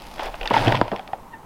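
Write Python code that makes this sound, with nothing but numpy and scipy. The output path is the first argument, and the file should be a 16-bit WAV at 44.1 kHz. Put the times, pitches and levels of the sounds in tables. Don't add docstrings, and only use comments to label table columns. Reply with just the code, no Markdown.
import sys
import numpy as np
from scipy import signal
from scipy.fft import rfft, irfft, next_fast_len
from scipy.io import wavfile
from scipy.ndimage import uniform_filter1d, map_coordinates

SR = 44100
rng = np.random.default_rng(int(sys.argv[2]) if len(sys.argv) > 2 else 0)


def master(y):
    cut = np.clip(np.atleast_2d(y).T, -1, 1)
    pcm = np.round(cut * 32767)
    wavfile.write(sys.argv[1], SR, pcm.astype(np.int16))


N = 63945

# frequency in Hz, level in dB.
SNAP_SPECTRUM = [(600, -27), (1300, 6), (3400, 0), (4000, -13.5), (5200, -12.5), (6500, -28), (9000, -33),
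                 (15500, -45)]
# frequency in Hz, level in dB.
CRISP_SPECTRUM = [(800, -7), (2500, 2), (5000, -4), (8000, -13.5), (12000, -12), (15500, -18)]


def chip_stream():
    # time in seconds, patter level in dB, crackle level in dB.
    pour_levels = [(.165, -47, -54.5), (.2, -31.5, -37), (.265, -31, -35.5), (.31, -42, -50.5),
                   (.39, -46, -49), (.44, -33, -45), (.5, -43, -38.5), (.528, -27, -36.5),
                   (.542, -24, -22.5), (.56, -24, -26), (.58, -28, -26.5), (.62, -24.5, -31.5),
                   (.68, -22.5, -29), (.715, -25.5, -35), (.76, -27, -33.5), (.8, -32, -41.5),
                   (.865, -34.5, -46), (.905, -52, -48.5), (.93, -23, -46.5), (.98, -39, -48.5),
                   (1.03, -47.5, -57), (1.16, -46, -61.5), (1.25, -58.5, -80)]
    # time in seconds, level in dB.
    slide_levels = [(0, -62), (.17, -57.5), (.24, -53.5), (.31, -67), (.53, -56), (.539, -45.5), (.65, -44),
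                    (.71, -53), (.8, -56), (.86, -76), (1.2, -85)]
    # frequency in Hz, level in dB.
    patter_spectrum = [(120, -58), (250, -9.5), (400, -8), (560, -1.5), (750, 0.5), (950, -3), (1100, -7.5),
                       (1500, -34.5), (2500, -37)]
    # frequency in Hz, level in dB.
    crackle_spectrum = [(700, -36), (1250, 4), (1800, 1), (2300, -0.5), (3400, -2), (3900, -7.5),
                        (5000, -10.5), (6500, -23.5), (9000, -33), (15500, -54)]
    # frequency in Hz, level in dB.
    hiss_spectrum = [(2000, -12), (5000, 9.5), (7000, -2), (10000, 0), (13000, -6), (15500, -10)]
    patter_db, crackle_db = curves(pour_levels)
    hiss_db, = curves(slide_levels)
    patter = grains(per_s=2200, low_hz=232, high_hz=1856, cycles=7.9, spread_db=2, samples=1200)
    crackle = grains(per_s=5000, low_hz=1050, high_hz=13700, cycles=8, spread_db=3.5, samples=400)
    hiss = grains(per_s=5000, low_hz=2000, high_hz=15500, cycles=8, spread_db=2.2, samples=200)
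    return (amp(patter_db) * coloured(patter, patter_spectrum)
            + amp(crackle_db) * coloured(crackle, crackle_spectrum)
            + amp(hiss_db) * coloured(hiss, hiss_spectrum))


def clump_knocks():
    # start in seconds, ring level in dB, pitch in Hz, ring T60 in seconds, thud level in dB.
    knocks = [(.194, -24, 870, 0.1, -19), (.2215, -15, 860, 0.018, -43), (.268, -19.5, 738, 0.035, -35),
              (.285, -18.5, 784, .02, -28.5), (.3415, -27, 710, 0.04, -22.5), (.412, -25, 480, 0.05, -29),
              (.457, -16, 874, 0.036, -21.5), (.5065, -10, 790, 0.022, -16), (.5085, 0, 960, 0.015, -12),
              (.512, -6, 1050, 0.012, -16), (.514, -15, 544, 0.055, -26), (.5405, -4.5, 919, 0.052, -13),
              (.5655, -.5, 880, 0.034, -17), (0.577, -7, 720, 0.024, -11), (.584, -12, 820, .02, -22),
              (.672, -17, 710, 0.029, -19), (.678, -18, 750, 0.025, -18), (.722, -13, 717, 0.02, -11),
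              (.746, -9.5, 996, 0.046, -13), (.880, -27, 940, 0.055, -22), (.917, -6.5, 700, 0.013, -24),
              (.9235, -21, 570, 0.04, -20), (.932, -18, 440, 0.032, -21), (.9945, -18.5, 762, 0.03, -24.5),
              (1.088, -31.5, 750, 0.048, -33), (1.133, -7.5, 775, 0.024, -23),
              (1.146, -27.5, 570, 0.028, -54)]
    # frequency in Hz, level in dB.
    thud_spectrum = [(80, -35), (180, -13.5), (320, -3.5), (450, -4.5), (750, 2.5), (1050, -5.5),
                     (1400, -7), (2200, -21), (5000, -40.5), (10000, -94)]
    attack_s, overtone_ratio, overtone_db = 0.0014, 2.3, -11.5
    out, thud_noise = np.zeros(N), noise(thud_spectrum)
    for start, ring_db, hz, t60, thud_db in knocks:
        overtone = amp(overtone_db) * ring(hz * overtone_ratio, t60 / 2, attack_s)
        tone = ring(hz, t60, attack_s) + overtone
        thud = np.roll(thud_noise, -int(start * SR)) * fade(t60=0.025, attack_s=attack_s)
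        add(out, start, amp(ring_db) * tone + amp(thud_db) * thud)
    return out


def chip_clicks():
    # start in seconds, level in dB, pitch in Hz, T60 in seconds.
    clicks = [(0.182, -27.5, 1780, 0.018), (0.194, -20.5, 1950, 0.018), (.342, -24.5, 1650, 0.011),
              (0.4115, -23, 2700, 0.024), (.431, -23, 2460, 0.018), (.457, -19, 2845, 0.021),
              (0.502, -18, 2560, 0.009), (0.54, -18, 2300, 0.013), (0.578, -15, 2400, 0.016),
              (.66, -20, 2600, .012), (.6705, -15, 1670, 0.013), (.679, -14, 1830, 0.024),
              (.681, -15.5, 3050, .012), (.7212, -14.5, 3000, 0.012), (.7232, -8.5, 1900, .011),
              (.7455, -16, 2100, .009), (0.7503, -16, 3210, 0.012), (.7538, -9, 2700, 0.009),
              (.765, -16, 2970, 0.011), (0.7728, -15, 2800, 0.0085), (.880, -26, 2920, 0.014),
              (0.916, -28, 2700, 0.035), (0.962, -17, 3070, 0.006), (.975, -23, 3000, 0.0037),
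              (.984, -25.5, 2330, 0.0058), (0.9942, -26.5, 3100, 0.0088), (1.0765, -26.5, 3450, .011),
              (1.132, -32, 1910, 0.022)]
    snap_db, ring_db = -2.5, -9
    out, wood = np.zeros(N), noise(SNAP_SPECTRUM)
    for start, db, hz, t60 in clicks:
        snap = unit(high_pass(np.roll(wood, -int(start * SR)), 0.67 * hz, order=3))
        tone = np.sin(2 * np.pi * hz * clock())
        click = (amp(ring_db) * tone + amp(snap_db) * snap) * fade(t60, attack_s=0.0003)
        add(out, start, amp(db) * click)
    return out


def splinters():
    # start in seconds, level in dB.
    snaps = [(.020, -36.5), (0.068, -35.5), (.113, -38), (.139, -34), (0.16, -38), (0.233, -29.5),
             (.257, -31.5), (0.355, -38), (.502, -33), (.537, -30), (0.7205, -35), (0.9621, -44)]
    envelope = np.zeros(N)
    for start, db in snaps:
        add(envelope, start, amp(db) * fade(t60=0.015, attack_s=0.0003))
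    return envelope * noise(CRISP_SPECTRUM)


def bin_boom():
    # frequency in Hz, level in dB, T60 in seconds.
    bin_modes = [(108.3, 0.5, 0.19), (130.4, -2, 0.12), (198, -4.5, 0.13), (286, -1, 0.064),
                 (352, -7.5, 0.094)]
    # start in
    # seconds, level in dB, pitch driven hardest in Hz.
    thumps = [(0.506, -13.5, 284), (.565, -19, 270), (.585, -22, 112), (.6625, -11.5, 107),
              (0.672, -7, 287), (0.729, -12, 134), (0.813, -23, 122), (.918, -17.5, 200)]
    # frequency in Hz, level in dB.
    hum_spectrum = [(70, -29.5), (95, -12), (112, 0), (150, -14), (290, -11.5), (420, -24), (1000, -60)]
    loss_db_per_octave, hum_db = 24, -29.5
    booms = np.zeros(N)
    for start, thump_db, centre_hz in thumps:
        driven_modes = [(hz, thump_db + db - loss_db_per_octave * abs(np.log2(hz / centre_hz)), t60)
                        for hz, db, t60 in bin_modes]
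        add(booms, start, struck(driven_modes, attack_s=0.0014))
    pour = np.interp(clock(), [0.475, 0.58, 0.76, 0.865], [0, 1, 1, 0])
    hum = amp(hum_db) * pour * noise(hum_spectrum)
    return high_pass(booms + hum, hz=88, order=4)


def shovel():
    # frequency in Hz, level in dB, T60 in seconds.
    blade_modes = [(1830, -18, 0.017), (2730, -31, 0.023), (3620, -16, 0.017), (4100, -27.5, 0.018),
                   (4600, -16, 0.0067)]
    # frequency in Hz, level in dB, T60 in seconds.
    rim_modes = [(194, -10, 0.032), (315, -11.5, 0.041), (508, -3, 0.014), (712, -4, 0.02), (986, -9, 0.04),
                 (1270, -5.5, 0.012), (1780, -6.5, 0.0075), (3150, -21, .005), (4630, -29, 0.011),
                 (6950, -46, .02)]
    clink_s, bump_s, bump_attack_s = 0.4753, 0.8133, 0.00041
    out = np.zeros(N)
    add(out, clink_s, struck(blade_modes, attack_s=0.0001))
    snap = amp(-11) * noise(SNAP_SPECTRUM) * fade(t60=0.0097, attack_s=bump_attack_s)
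    add(out, bump_s, struck(rim_modes, bump_attack_s) + snap)
    return out


def with_echo(direct):
    tail = rng.standard_normal(N) * fade(t60=0.11, attack_s=0.0011)
    return direct + amp(-16) * signal.fftconvolve(direct, tail / np.linalg.norm(tail))[:N]


def far_bird():
    harmonic_levels = [-33, -35, -51, -59]
    peak_s, rise_s, fall_s = 1.34, 0.0073, 0.018
    pitch_hz, sag_hz_per_s, roughness, dulling = 916, 500, 0.022, 0.3
    t = clock() - peak_s
    waver = unit(uniform_filter1d(rng.standard_normal(N), size=90))
    hz = (pitch_hz - sag_hz_per_s * t) * (1 + roughness * waver)
    phase = 2 * np.pi * np.cumsum(hz) / SR
    call = np.zeros(N)
    for k, db in enumerate(harmonic_levels):
        envelope = np.exp(np.minimum(t / rise_s, -t * (1 + dulling * k) / fall_s))
        call += amp(db) * np.sin((k + 1) * phase) * envelope
    return call


def microphone_wind():
    # time in seconds, level in dB.
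    gust_levels = [(0, -48), (.2, -48), (.33, -38.5), (.45, -36), (.58, -46), (.67, -36), (.77, -36),
                   (.92, -45), (1.13, -60), (1.22, -39.5), (1.3, -67)]
    # frequency in Hz, level in dB.
    wind_spectrum = [(10, -1.5), (30, 11), (45, -2), (70, -7.5), (150, -44)]
    buffets_per_s, buffet_db = 16.6, 4.5
    gust_db, = curves(gust_levels)
    buffet = map_coordinates(rng.standard_normal(N), [clock() * buffets_per_s])
    return amp(gust_db + buffet_db * buffet) * noise(wind_spectrum)


def faint_ticking():
    start_db, fall_db_per_s = -50, 13
    ticks = grains(per_s=1800, low_hz=1740, high_hz=14600, cycles=7, spread_db=3.3, samples=150)
    return amp(start_db - fall_db_per_s * clock()) * coloured(ticks, CRISP_SPECTRUM)


def distant_traffic():
    # frequency in Hz, level in dB.
    traffic_spectrum = [(40, -3), (70, -7.5), (170, -2.5), (300, -7), (450, -11.5), (700, -12), (880, -1.5),
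                        (1100, -8), (1600, -20.5), (2100, -21.5), (3200, -29.5), (5000, -33.5),
                        (11800, -34), (15500, -37)]
    return amp(-44.5) * noise(traffic_spectrum)


def amp(db):
    return 10 ** (np.asarray(db) / 20)


def unit(x):
    return x / np.sqrt(np.mean(x ** 2) + 1e-20)


def clock():
    return np.arange(N) / SR


def curves(rows):
    times, *columns = np.transpose(rows)
    return [np.interp(clock(), times, column) for column in columns]


def coloured(x, spectrum):
    size = 2 * next_fast_len(N)
    hz, db = np.transpose(spectrum)
    gain_db = np.interp(np.log(np.fft.rfftfreq(size, 1 / SR) + 1), np.log(hz), db)
    cepstrum = irfft(np.log(amp(gain_db)))
    cepstrum[1:size // 2] *= 2
    cepstrum[size // 2 + 1:] = 0
    response = np.exp(rfft(cepstrum))
    return unit(irfft(rfft(x, size) * response)[:N])


def noise(spectrum):
    return coloured(rng.standard_normal(N), spectrum)


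def high_pass(x, hz, order):
    return signal.sosfilt(signal.butter(order, hz, "high", fs=SR, output="sos"), x)


def fade(t60, attack_s):
    return np.exp(-np.log(1000) * clock() / t60) * (1 - np.exp(-clock() / attack_s))


def ring(hz, t60, attack_s):
    return np.sin(2 * np.pi * hz * clock()) * fade(t60, attack_s)


def struck(modes, attack_s):
    return sum((-1) ** k * amp(db) * ring(hz, t60, attack_s) for k, (hz, db, t60) in enumerate(modes))


def add(out, start_s, x):
    first = int(start_s * SR)
    out[first:] += x[:N - first]


def grains(per_s, low_hz, high_hz, cycles, spread_db, samples):
    when, pitch, strength, sign = rng.random((int(per_s * N / SR), 4)).T
    hz = (low_hz * (high_hz / low_hz) ** pitch)[:, None]
    turns = hz * np.arange(samples) / SR
    gain = amp(-spread_db * np.log(1 - 0.985 * strength)) * np.sign(sign - 0.5)
    decay = np.exp(-np.log(1000) * turns / cycles)
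    waves = gain[:, None] * hz * np.sin(2 * np.pi * turns) * decay
    positions = (when * N).astype(int)[:, None] + np.arange(samples)
    return np.bincount(positions.ravel(), waves.ravel(), N)[:N]


def scene():
    chips = chip_stream() + clump_knocks() + chip_clicks() + splinters()
    chips = high_pass(chips, hz=129, order=2)
    foreground = with_echo(chips + shovel()) + bin_boom()
    background = far_bird() + microphone_wind() + faint_ticking() + distant_traffic()
    return (foreground + background)[None]


def record(dry):
    ceiling, top_hz = 0.88, 15950
    size = 2 * next_fast_len(N)
    rounded = dry / (1 + (dry / ceiling) ** 6) ** (1 / 6)
    in_band = np.fft.rfftfreq(size, 1 / SR) < top_hz
    return irfft(rfft(rounded, size) * in_band, size)[:, :N]


dry = scene()
out = record(dry)
master(out)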